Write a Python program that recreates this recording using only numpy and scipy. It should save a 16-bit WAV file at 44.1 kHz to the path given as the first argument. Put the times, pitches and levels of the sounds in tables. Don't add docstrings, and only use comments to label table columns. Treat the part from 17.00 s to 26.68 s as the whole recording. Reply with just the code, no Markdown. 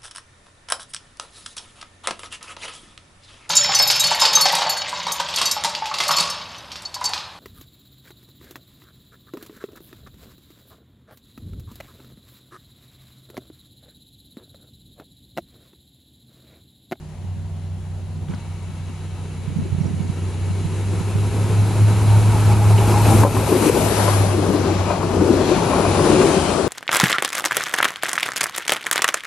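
import sys
import numpy as np
from scipy import signal
from scipy.fft import rfft, irfft, next_fast_len
from scipy.io import wavfile
from scipy.ndimage import uniform_filter1d

SR = 44100
rng = np.random.default_rng(int(sys.argv[2]) if len(sys.argv) > 2 else 0)


def put_to_file(sound):
    columns = np.atleast_2d(sound).T
    safe = np.clip(columns, -1, 1)
    whole_steps = np.round(safe * 32767)
    wavfile.write(sys.argv[1], SR, whole_steps.astype(np.int16))


N = 426888

# start_s, nearness (0-1), how far round to the side (0-1), top_edge_hz of the heard band
APPROACH = [(0, 0, 0.7, 11400), (3.3, 0.18, 0.15, 11550), (4.3, 0.45, 0, 11900), (5, 0.5, 0, 12150),
            (6.2, 0.78, 0, 12200), (6.77, 0.86, 0.38, 12330), (6.95, 1, 0.98, 11700),
            (8.5, 0.84, 0.83, 11460), (9.2, 1, 0.94, 11100), (9.68, 1, 0.9, 10800)]
# start_s, left_minus_right_db
PAN_CURVE = [(0.0, 2.5), (5.72, 1), (6.95, 6), (9.35, 5), (9.68, 8)]


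def gain_of(db):
    return np.exp(np.asarray(db) * (np.log(10) / 20))


def evened(x):
    return x / np.sqrt(np.mean(x ** 2) + 1e-20)


def read(points, hz):
    f, value = np.transpose(points)
    return np.interp(np.log(hz + 1), np.log(f + 1), value)


def columns(rows, t):
    s, *values = np.transpose(rows)
    return [np.interp(t, s, v) for v in values]


def resonate(x, hz, width):
    turn = np.exp(2j * np.pi * np.cumsum(hz * np.ones(len(x))) / SR)
    r = np.exp(-np.pi * width / SR)
    return 2 * (turn * signal.lfilter([1 - r], [1, -r], x / turn + 1e-18)).real


def wander(rate_hz):
    t = np.arange(0, N + 256, 256) / SR
    rates = np.geomspace(rate_hz / 8, rate_hz, 24)
    waves = sum(np.sin(2 * np.pi * (f * t + rng.random())) for f in rates)
    return np.interp(np.arange(N) / SR, t, evened(waves))


def add(mix, s, sound):
    part = mix[:, round(s * SR):][:, :sound.shape[1]]
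    part += sound[:, :part.shape[1]]


def passing(rows, t, steady_db, axis=0):
    focus = 1.74
    s, reach, *levels = np.transpose(rows)
    swell = (1 + ((t[:, None] - s) / reach) ** 2) ** -focus @ gain_of(2 * levels[axis])
    return 10 * np.log10(swell + gain_of(2 * steady_db))


def bell_bursts(rows, length_s, late_s=0, trim_db=0):
    out, t = np.zeros((2, N)), np.arange(-2500, 2500) / SR
    for s, db, hz in rows:
        pan_db = 1.35 * columns(PAN_CURVE, s)[0]
        sides = gain_of([[pan_db / 2], [-pan_db / 2]])
        bell = np.sin(2 * np.pi * hz * t) * np.exp(-(t / length_s) ** 2 / 2)
        add(out, s + late_s + t[0], gain_of(db + trim_db) * sides / sides.mean() * bell)
    return out


def exhaust():
    # start_s, firing_pitch_hz
    firing_curve = [(0, 92.4), (.5, 93), (3.0, 93), (3.35, 93.7), (3.7, 96.6), (4.05, 100.2), (4.4, 103.1),
                    (4.75, 104.3), (5.4, 105.4), (6.85, 105.2), (7.2, 100.6), (7.5, 95.6), (7.95, 95.8),
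                    (8.3, 93.5), (8.6, 98), (8.95, 95.4), (9.3, 87), (9.68, 83)]
    # start_s, level_db
    hum_curve = [(0.0, -42), (0.3, -28.5), (2.3, -31.5), (2.9, -25), (3.5, -23.5), (4.0, -21.5),
                 (4.5, -17.5), (5.0, -13), (6.2, -11), (6.3, -18), (6.75, -25.5), (7.15, -16.5),
                 (7.6, -23.5), (8.2, -25), (8.5, -32.5), (8.9, -25.5), (9.13, -31.5), (9.68, -46)]
    # multiple of the firing pitch, far_db, near_db
    orders = [(.667, -45, -40), (.833, -48, -46), (1.333, -54, -36), (1.5, -55, -38), (1.667, -39.5, -31),
              (2.0, -52, -28), (2.5, -60, -33), (2.75, -58, -42), (4.0, -58, -40), (7.9, -66, -35)]
    # start_s, strength of the weaker one (0-1)
    cancellations = [(3.04, 0.16), (4.1, 0.1), (4.31, 0.5), (4.5, 0.34), (4.71, 0.54), (4.97, 0.35),
                     (5.39, 0.26), (5.95, 0.36), (6.8, 0.18), (7.45, 0.2), (8.11, 0.2), (8.57, 0.4),
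                     (8.72, 0.6), (9.22, 0.7), (9.63, 0.4)]
    t = np.arange(N) / SR
    hz, level_db = columns(firing_curve, t) + columns(hum_curve, t)
    near, aside, _ = columns(APPROACH, t)
    cycle = 2 * np.pi * np.cumsum(hz * (1 + 0.0023 * wander(6))) / SR
    weaker, turns = columns([(s, share, k) for k, (s, share) in enumerate(cancellations)], t)
    beating = t > cancellations[0][0] - 0.1
    beat = 1 - np.clip(weaker, 0, 0.9) * np.cos(2 * np.pi * turns) * beating
    tone = gain_of(level_db + 1.4 * wander(17)) * beat * np.cos(cycle)
    for k, far_db, near_db in orders:
        order_db = far_db + near * (near_db - far_db) - 12.0 * aside * near + 1.4 * wander(8)
        tone = tone + gain_of(order_db) * np.cos(k * cycle + k)
    lean_db = 0.86 * near - 0.46
    return np.sqrt(2) * tone * gain_of([[1], [-1]] * lean_db)


def running_gear():
    # start_s, wheels_db, nearest_engine_db
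    closeness = [(0, -23.5, -29), (1.3, -22.5, -27), (2.75, -21.5, -23), (3.64, -16, -17), (5, -5.5, -8.5),
                 (5.6, -2, -5.5), (6.1, 2.5, 0), (7.06, -0.5, 0), (7.4, -2, -10.5), (7.8, -2, -17),
                 (8.3, 0.5, -16.5), (8.8, 1.5, -9), (9.35, -0.5, -2.5), (9.68, -4, -8)]
    # start_s, reach_s, level_db
    ground_thumps = [
        (1.3, 0.13, -37),
        (5.4, 0.99, -33),
        (6.14, 0.049, -25),
        (6.25, 0.028, -22),
        (9.0, 0.18, -26.5),
        (9.17, 0.038, -28),
    ]
    # start_s, reach_s, level_db
    panel_drums = [(4.6, 0.96, -31.5), (6.12, 0.023, -19), (6.25, 0.025, -18), (6.54, 0.035, -15),
                   (6.69, 0.14, -17), (7.38, 0.051, -22.5), (7.55, 0.12, -21.5), (7.71, 0.017, -23),
                   (8.33, 0.15, -18), (8.48, 0.03, -18), (9.18, 0.19, -16.5), (9.68, 0.13, -20)]
    # start_s, reach_s, roar_db, hiss_db
    axle_passes = [(1.345, 0.013, -49, -55), (5.5, 0.09, -39, -44), (6.1, 0.087, -29, -41),
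                   (6.258, 0.015, -18, -53), (6.69, 0.064, -34, -32.5), (7.04, 0.2, -24, -32.5),
                   (7.7, 0.18, -30.5, -36), (7.92, 0.041, -23.5, -38), (8.5, 0.14, -31.5, -34),
                   (8.76, 0.035, -23.5, -50), (9.19, 0.4, -22, -30.5)]
    # start_s, reach_s, level_db
    louvres = [
        (6.14, .07, -34.5),
        (6.67, .05, -37),
    ]
    # freq_hz, density_db
    rumble_ahead = [(20, -50), (48, -44), (65, -15), (85, 8.5), (125, -6), (160, 3), (210, 2), (250, -35),
                    (330, -62.5)]
    rumble_aside = [(20, -42), (40, -38), (65, -6), (85, 0), (125, -24), (160, 3), (200, -0.5), (250, -24),
                    (330, -70)]
    drum_colour = [(200, -15), (250, -4), (310, -3.5), (345, -1), (385, -1.5), (450, -5.5), (540, -10),
                   (680, -43.5)]
    roll_far = [(280, -38), (480, -10), (714, -5), (820, -6), (1070, -8.5), (1160, -14), (1900, -11),
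                (2470, -37), (4180, -120)]
    roll_near = [(280, -36), (480, -8), (545, -27), (601, 1.5), (702, -2), (839, -5), (1200, -6),
                 (1390, -8), (1900, -33), (2470, -31), (4180, -120)]
    roll_aside = [(280, -43), (480, -17), (554, 0), (770, -5), (1130, -8), (1530, -16.5), (1900, -33),
                  (2470, -49), (4180, -120)]
    hiss_far = [(880, -22), (1500, -2.5), (2090, -1.5), (2290, -4.5), (2500, -3.5), (2860, -2.5),
                (3530, -5), (4040, -3.5), (4990, -10.5), (7600, -11.5), (9880, -63), (16700, -120)]
    hiss_near = [(880, -2), (1500, 0), (2010, -2), (2460, -1.5), (3550, -5.5), (4040, -3.5), (7600, -10.5),
                 (9880, -40), (16700, -120)]
    rush_far = [(4240, -14), (7200, -0.5), (8210, -6), (9260, -4), (10400, 0), (10900, -3.5), (11500, -12),
                (12500, -28), (16200, -52), (22000, -120)]
    rush_near = [(5500, -5.5), (7200, -3), (8500, 0.5), (9500, 1.5), (11000, -0.5), (13000, 9)]
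    # pitch_hz, width_hz,
    # far_db, near_db
    whine_lines = [(829, 35, 0, 6), (940, 80, 5, 5), (1300, 28, 9, 0), (2250, 32, 11, 1), (2480, 200, 1, 5),
                   (2680, 35, 6, 2), (2920, 50, 3, 0), (3970, 60, 5.5, 1), (6630, 55, 8, 1),
                   (8850, 70, 6.5, 0), (10120, 60, 5, 0), (10600, 130, 4, 4), (11010, 40, 4, 0)]
    # start_s, reach_s, pitch_hz, over_hiss_db
    web_songs = [
        (7.35, .05, 2650, 5),
        (7.87, .06, 2400, 7),
        (8.37, .06, 3350, 5),
        (8.5, .08, 4150, 4),
        (8.72, .09, 2350, 6),
        (8.87, .05, 2400, 7),
        (9.18, .08, 2350, 3.5),
        (9.2, .07, 2700, 4.5),
        (9.35, .09, 3100, 7),
        (9.5, .07, 3080, 7),
    ]
    # freq_hz, coherence (negative = out of step)
    likeness_ahead = [(60, 0.92), (270, 0.92), (580, 1), (1700, 0.89), (2400, 0.74), (4400, 0.78),
                      (6800, 0.49), (8600, 0.53), (12000, 0.4)]
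    likeness_aside = [(60, 1), (270, 0.94), (1000, 0.88), (2400, 0.54), (4400, 0.51), (6500, 0.1),
                      (8300, 0.52), (12000, 0.51)]
    # freq_hz, share of the pan
    pan_share = [(60, 0), (150, 0.098), (350, 1.34), (1150, 1.36), (4000, 1.46), (12000, 0.37)]
    # freq_hz, left_lead_rad
    side_lead = [(1000, .05), (3200, .65), (3700, .6), (4130, -.3), (5940, -.9), (7320, -3), (12000, -3.1)]

    frames, hz = N // 256 + 5, np.fft.rfftfreq(1024, 1 / SR)
    t = np.arange(frames) * 256 / SR
    wheels, engine = columns(closeness, t)
    pan_db = columns(PAN_CURVE, t)[0]
    near, aside, _ = columns(APPROACH, t)

    rumble_db = passing(ground_thumps, t, -26.5 + 0.76 * wheels)
    drum_db = passing(panel_drums, t, -25 + 1.59 * wheels)
    roll_db = passing(axle_passes, t, -28 + wheels)
    bay_power = gain_of(2 * (-34 + 0.71 * engine)) + gain_of(2 * (-39.5 + wheels))
    hiss_db = passing(axle_passes, t, 10 * np.log10(bay_power), axis=1)
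    rush_db = passing(louvres, t, -36 + engine)

    def blend(far, close, nearness=near):
        return read(far, hz)[:, None] * (1 - nearness) + read(close, hz)[:, None] * nearness

    def layer(colour_db, level_db, lo_hz, hi_hz):
        power = gain_of(2 * colour_db)
        return power / power[(hz > lo_hz) & (hz < hi_hz)].sum(0) * gain_of(2 * level_db)

    a, b, c, d, patches = rng.standard_normal((frames, 513, 5)).T
    patches = evened(uniform_filter1d(uniform_filter1d(patches, 8, 0), 10, 1))
    flicker = evened(uniform_filter1d(rng.standard_normal(frames), 6))
    roll_colour = blend(roll_far, roll_near) * (1 - aside) + read(roll_aside, hz)[:, None] * aside
    power = (layer(blend(rumble_ahead, rumble_aside, aside), rumble_db - 0.5, 125, 230)
             + layer(read(drum_colour, hz)[:, None], drum_db - 0.5 + 1.34 * flicker, 240, 500)
             + layer(roll_colour, roll_db - 0.5 + flicker, 550, 2300)
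             + layer(blend(hiss_far, hiss_near), hiss_db + 0.38 * flicker, 1550, 8400)
             + layer(blend(rush_far, rush_near), rush_db - 0.5 + 0.5 * flicker, 8520, 10440))

    before_lens = t < 1.3
    f, width, far, close = np.transpose(whine_lines)
    heard = np.where(before_lens & (f < 10000)[:, None], 0.25, 1)
    heard = heard * (1 - aside * near)
    line_db = (far[:, None] + near * (close - far)[:, None]) * heard
    whine_db = 1 / (1 + ((hz[:, None] - f) / width) ** 2) @ line_db
    rise_hz_per_s, width_hz = 700, 90
    for s, reach, centre_hz, db in web_songs:
        off = (hz[:, None] - centre_hz - rise_hz_per_s * (t - s)) / width_hz
        whine_db = whine_db + db * np.exp(-((t - s) / reach) ** 2) / (1 + off ** 2)
    lens_db = -2.2 * before_lens * (hz > 1000)[:, None]
    size = np.sqrt(power) * gain_of(0.68 * patches + whine_db + lens_db)

    lead = read(side_lead, hz)[:, None] * np.clip(2 * aside * near, 0, 1)
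    same = np.clip(blend(likeness_ahead, likeness_aside, aside), -1, 1)
    lean = gain_of(read(pan_share, hz)[:, None] * pan_db / 2)
    left = a + 1j * b
    right = same * left + np.sqrt(1 - same ** 2) * (c + 1j * d)
    pair = np.array([left * lean, right / lean * np.exp(-1j * lead)])
    mid = np.sqrt((lean ** 2 + lean ** -2 + 2 * same * np.cos(lead)) / 4)
    return gain_of(1.0) * signal.istft(pair * size / mid, nperseg=1024, noverlap=768)[1][:, :N]


def wind_gusts():
    # start_s, reach_s, level_db
    gust_swells = [
        (.4, 0.1, -54),
        (1.3, 0.13, -44),
        (2.6, 0.1, -35.5),
        (2.9, 0.19, -33),
        (3.6, 0.23, -42),
        (4.15, 0.29, -44),
    ]
    band = signal.butter(2, [40, 220], "bandpass", fs=SR, output="sos")
    gusts = [evened(signal.sosfilt(band, v)) * gain_of(4.8 * wander(25))
             for v in rng.standard_normal((2, N))]
    hop = 32
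    swell_db = passing(gust_swells, np.arange(0, N, hop) / SR, -59)
    swell = np.repeat(gain_of(swell_db), hop)[:N]
    a, b = rng.standard_normal((2, N))
    low = signal.butter(2, [25, 52], "bandpass", fs=SR, output="sos")
    sway = gain_of(-40) * evened(signal.sosfilt(low, [a + 0.8 * b, a - 0.6 * b]))
    return sway + swell * np.array(gusts) * gain_of([[-4], [3]])


def wind_bumps():
    # start_s, peak_db, pitch_hz
    right_bumps = [(.247, -22, 147), (.371, -22, 149), (.909, -30, 148), (1.18, -25, 150),
                   (1.298, -18, 163), (2.482, -13, 139), (2.524, -17.5, 171), (2.567, -10.5, 166),
                   (2.599, -15, 187), (2.73, -8.5, 112), (2.751, -11, 154), (2.786, -13, 150),
                   (2.812, -6.5, 153), (2.861, -15, 158), (2.91, -14.5, 181), (2.942, -12, 163),
                   (3.009, -9.5, 163), (3.1, -9.5, 154), (3.532, -28, 149), (3.656, -10, 138),
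                   (4.011, -15, 167), (4.158, -11, 152)]
    left_bumps = [(1.341, -21.5, 214), (1.7, -23, 160), (1.9, -28.5, 250), (2.591, -14, 195),
                  (2.66, -24, 354), (3.1, -31, 254), (2.627, -15, 149), (3.509, -12, 157),
                  (4.199, -17, 150)]
    length_s, leak_db, one_way_push = 0.0046, -22, 0.39
    out, t = np.zeros((2, N)), np.arange(-2500, 2500) / SR
    for rows, sides_db in ((right_bumps, [[leak_db], [0]]), (left_bumps, [[0], [leak_db]])):
        for s, db, hz in rows:
            bump = (np.cos(2 * np.pi * hz * t) + one_way_push) * np.exp(-(t / length_s) ** 2 / 2)
            add(out, s + t[0], gain_of(db) * gain_of(sides_db) * bump)
    return out


def finger_rustles():
    # start_s, peak_db, pitch_hz
    ticks = [(1.283, -30, 1400), (1.285, -30, 2900), (1.292, -37, 2800), (1.296, -36, 5200),
             (1.31, -34, 3000), (1.319, -31, 2200), (1.321, -30, 1000), (1.331, -23, 650),
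             (1.334, -23, 1050), (1.3363, -20, 1200), (1.337, -27, 2300), (1.338, -40, 8500),
             (1.343, -24, 950), (1.346, -30, 4600), (1.355, -28, 1200)]
    out, t = np.zeros((2, N)), np.arange(900) / SR
    for (s, db, hz), noise in zip(ticks, rng.standard_normal((len(ticks), 900))):
        scrape = evened(resonate(resonate(noise, hz, 0.49 * hz), hz, 0.51 * hz))
        tick = scrape * np.minimum(t / 0.0019, 1) * gain_of(db - 8.5 - 60 * t / 0.019)
        add(out, s, tick * np.ones((2, 1)))
    return out


def chirps():
    # start_s, level_db, pitch_hz
    notes_heard = [
        (2.805, -51, 5800),
        (2.855, -48, 5800),
        (5.772, -29.5, 2880),
        (5.776, -37, 2600),
        (6.045, -27, 2460),
    ]
    out, t = np.zeros((2, N)), np.arange(1100) / SR
    for (s, db, hz), noise in zip(notes_heard, rng.standard_normal((len(notes_heard), 1100))):
        note = evened(resonate(resonate(noise, hz * (1.04 - 4.7 * t), 450), hz * (1.04 - 5.1 * t), 450))
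        add(out, s, gain_of(db) * note * np.hanning(len(t)) * np.ones((2, 1)))
    return out


def turbochargers():
    # start_s, pitch_hz, tone_db, air_db
    whistles = [
        [(3.8, 11250, -68, -69), (5.5, 11880, -56, -58), (6.15, 11790, -45, -48), (6.75, 11750, -44, -44),
         (7.04, 11620, -45, -34.5), (7.19, 11180, -45, -33.5), (7.4, 10680, -51, -49), (7.9, 10550, -55, -58),
         (8.2, 10100, -58, -63)],
        [(8.4, 11300, -70, -54), (8.7, 10700, -58, -39), (9.0, 10200, -54, -36.5), (9.2, 9400, -54, -38),
         (9.4, 8600, -60, -41), (9.68, 7750, -54, -45)],
    ]
    out = np.zeros((2, N))
    for rows, air_width_hz in zip(whistles, (480, 900)):
        t = np.arange(rows[0][0], rows[-1][0], 1 / SR)
        hz, tone_db, air_db = columns(rows, t)

        def whistle(tone_noise, air_noise):
            tone = evened(resonate(resonate(tone_noise, hz, 60), hz, 60))
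            air = resonate(resonate(air_noise, hz * 0.945, air_width_hz), hz * 0.98, air_width_hz)
            return gain_of(tone_db) * tone + gain_of(air_db) * evened(air)

        a, b, c, d = rng.standard_normal((4, len(t)))
        left, other = whistle(a, b), whistle(c, d)
        same = np.clip(0.7 - columns(APPROACH, t)[1], -1, 1)
        pair = np.array([left, same * left + np.sqrt(1 - same ** 2) * other])
        add(out, t[0], pair * signal.windows.tukey(len(t), 0.1))
    return out


def web_flutters():
    # start_s, peak_db, pitch_hz
    flutter_notes = [(5.14, -28.5, 910), (5.36, -27, 852), (5.51, -23.5, 822), (5.63, -22, 825),
                     (5.74, -26, 908), (5.83, -23, 828), (5.9, -31, 815), (5.96, -20, 835),
                     (6.01, -22, 943), (6.06, -26, 840), (6.13, -18, 794)]
    return bell_bursts(flutter_notes, 0.014)


def axle_clacks():
    # start_s, peak_db
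    hard_hits = [
        (5.535, -26),
        (6.2402, -4.5),
        (6.25, -3.5),
        (6.269, -11),
    ]
    out, t = np.zeros((2, N)), np.arange(-200, 200) / SR
    push = (1 - (t / 0.0006) ** 2) * np.exp(-(t / 0.0004) ** 2 / 2)
    edge = 0.07 * np.sinc(2 * 15700 * t)
    for s, db in hard_hits:
        add(out, s + t[0], gain_of(db) * (push + edge) * gain_of([[1.5], [-1.5]]))
    return out


def joint_knocks():
    # start_s, peak_db, ring_hz, t60_s
    leading_blow = (6.2335, 4, 960, .03)
    joint_blows = [(5.939, -6.5, 823, 0.15), (6.248, 3, 567, 0.14), (6.267, -13, 790, 0.036),
                   (6.366, 2, 870, 0.021), (6.524, -4, 574, 0.033), (6.666, -16, 325, 0.057),
                   (6.694, -8, 294, 0.05), (7.078, 1.5, 590, 0.028), (7.9, -5, 555, 0.033),
                   (8.03, -8, 965, 0.038), (8.222, -19, 315.4, 0.063), (8.515, -19, 620, 0.03),
                   (8.733, -5, 910, 0.039), (8.848, -6, 670, 0.055), (8.993, -1.5, 406, 0.099)]
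    blows = [leading_blow, *joint_blows]
    out, t = np.zeros((2, N)), np.arange(5000) / SR
    rise = np.sin(np.pi / 2 * np.minimum(t / 0.003, 1)) ** 2
    for (s, db, hz, t60), noise in zip(blows, rng.standard_normal((len(blows), 5000))):
        pan_db = columns(PAN_CURVE, s)[0]
        ring = np.sin(2 * np.pi * hz * t) * gain_of(-60 * t / t60)
        grit = evened(resonate(resonate(noise, 1300, 900), 1300, 900))
        crack = (np.sin(2 * np.pi * 1030 * t) + 0.21 * grit) * gain_of(-60 * t / 0.057)
        blow = rise * (ring + 0.6 * crack)
        add(out, s, gain_of(db - 8.5) * blow * gain_of([[pan_db / 2], [-pan_db / 2]]))
    return out


def floor_booms():
    # start_s, peak_db, pitch_hz
    panel_booms = [(5.992, -19.5, 353), (6.149, -15, 325), (6.12, -16, 255), (6.152, -10.5, 215),
                   (6.245, -12.5, 290), (8.2, -21, 208), (8.32, -15.5, 229), (6.535, -15, 352),
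                   (6.612, -19, 332), (6.638, -14, 290), (6.676, -7.5, 300), (6.77, -12, 385),
                   (7.5, -14.5, 192), (7.35, -19, 350), (7.395, -16, 305), (7.68, -16, 390),
                   (8.315, -20, 263), (7.526, -16.5, 410), (7.717, -14.5, 325), (8.224, -12, 305),
                   (8.298, -12, 347), (8.348, -20, 408), (8.404, -16, 366), (8.452, -20, 352),
                   (8.525, -11, 362), (8.57, -17, 192), (9.11, -16, 210), (9.375, -14.5, 189),
                   (9.002, -13, 360), (9.058, -14.5, 353), (9.102, -14, 366), (9.137, -10, 320),
                   (9.202, -7.5, 383), (9.249, -11, 392), (9.29, -20, 318), (9.378, -14.5, 382)]
    return bell_bursts(panel_booms, 0.0099)


def loose_clunks():
    # start_s, peak_db, pitch_hz
    gear_clunks = [(6.43, -15, 540), (6.475, -15, 560), (6.694, -21, 519), (6.757, -20, 646),
                   (6.808, -17, 605), (6.942, -19, 829), (7.026, -21, 860), (7.082, -15, 535),
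                   (7.332, -22, 645), (7.425, -20, 684), (7.577, -18.5, 657), (7.853, -24, 865),
                   (7.906, -12, 570), (8.014, -17.5, 950), (8.176, -19, 654), (8.34, -13, 545),
                   (8.399, -18, 610), (8.518, -12, 605), (8.735, -17, 557), (8.849, -16, 684),
                   (8.945, -17, 890), (9.004, -14, 555), (9.064, -19, 610), (9.2, -13, 560)]
    return bell_bursts(gear_clunks, 0.00401, late_s=0.00401, trim_db=-3)


def bogie_thuds():
    # start_s, peak_db, pitch_hz
    hard_thuds = [
        (6.520, -6, 390),
        (6.527, -3, 350),
        (6.700, -5, 420),
    ]
    return bell_bursts(hard_thuds, 0.0024)


def scene():
    air = wind_gusts() + wind_bumps() + finger_rustles() + chirps()
    blows = web_flutters() + joint_knocks() + floor_booms() + loose_clunks() + bogie_thuds()
    return exhaust() + running_gear() + air + turbochargers() + blows


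def camera_input(dry):
    # freq_hz, echo share (0-1)
    ring_share = [(2900, 0.027), (3400, 0.28), (3700, 0.59), (3960, 0.96), (4070, 0.024)]
    # freq_hz, left_lead_rad
    port_lead = [(50, .42), (100, .32), (180, .22), (350, .14), (1000, 0)]
    echo_s, echo_hz = 1 / 98.5, 3898
    size = next_fast_len(N + 4096)
    hz = np.fft.rfftfreq(size, 1 / SR)
    share = read(ring_share, hz)
    comb = (1 + share * np.exp(-2j * np.pi * (hz - echo_hz) * echo_s)) / np.sqrt(1 + share ** 2)
    low_cut = hz ** 2 / np.hypot(hz ** 2, 46.0 ** 2) * np.exp(1j * read(port_lead, hz) * [[0.5], [-0.5]])
    return irfft(rfft(dry, size) * comb * low_cut, size)[:, :N].clip(-0.9, 0.9)


def ragged_top(x):
    hz, t, z = signal.stft(x, SR, nperseg=1024)
    near, _, edge_hz = columns(APPROACH, t)
    edge_hz = edge_hz + 110 * np.repeat(rng.standard_normal(len(t)), 2)[:len(t)]
    below_edge = (hz[:, None] < edge_hz) * gain_of(-3.5 * (hz > 11950))[:, None]
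    overload = gain_of(-18) * (abs(t - 6.25) < 0.016) * (hz[:, None] < 15700)
    z = z * np.maximum(below_edge, overload)
    quiet = 0.85 * np.clip((4 - t) / 2.4, 0, 1)
    last_engine = 0.95 * np.exp(-((t - 9.3) / 0.13) ** 2 - ((hz[:, None] - 11800) / 1200) ** 2)
    tiles = np.kron(rng.random((len(hz) // 8 + 1, len(t) // 2 + 1)), np.ones((8, 2)))
    stray = tiles[:len(hz), :len(t)] < quiet + last_engine
    a, b = rng.standard_normal((2, *z.shape))
    z = z + (a + 1j * b) * stray * (hz[:, None] > edge_hz) * gain_of(-94 + 19 * near)
    return signal.istft(z, SR, nperseg=1024)[1][:, :N]


def limiter(x):
    # start_s, drop_db, recovery_s
    catches = [
        (5.535, 2, 0.71),
        (6.239, 7.5, 0.16),
        (6.28, 3, 0.043),
        (6.699, 5, 0.031),
        (8.543, -1.5, 0.032),
    ]
    t = np.arange(N) / SR
    drop_db = sum(db * np.clip((t - s) / 0.0062, 0, 1) * np.exp(-np.maximum(t - s, 0) / back)
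                  for s, db, back in catches)
    return x * gain_of(-drop_db)


def roll_off(x):
    return signal.sosfilt(signal.butter(12, 15700, fs=SR, output="sos"), x)


def record(dry):
    ducked = limiter(ragged_top(camera_input(dry))) + axle_clacks()
    high_pass = signal.butter(2, 30, "highpass", fs=SR, output="sos")
    finished = np.clip(signal.sosfiltfilt(high_pass, ducked), -1, 1)
    return roll_off(finished)


dry = scene()
out = record(dry)
put_to_file(out)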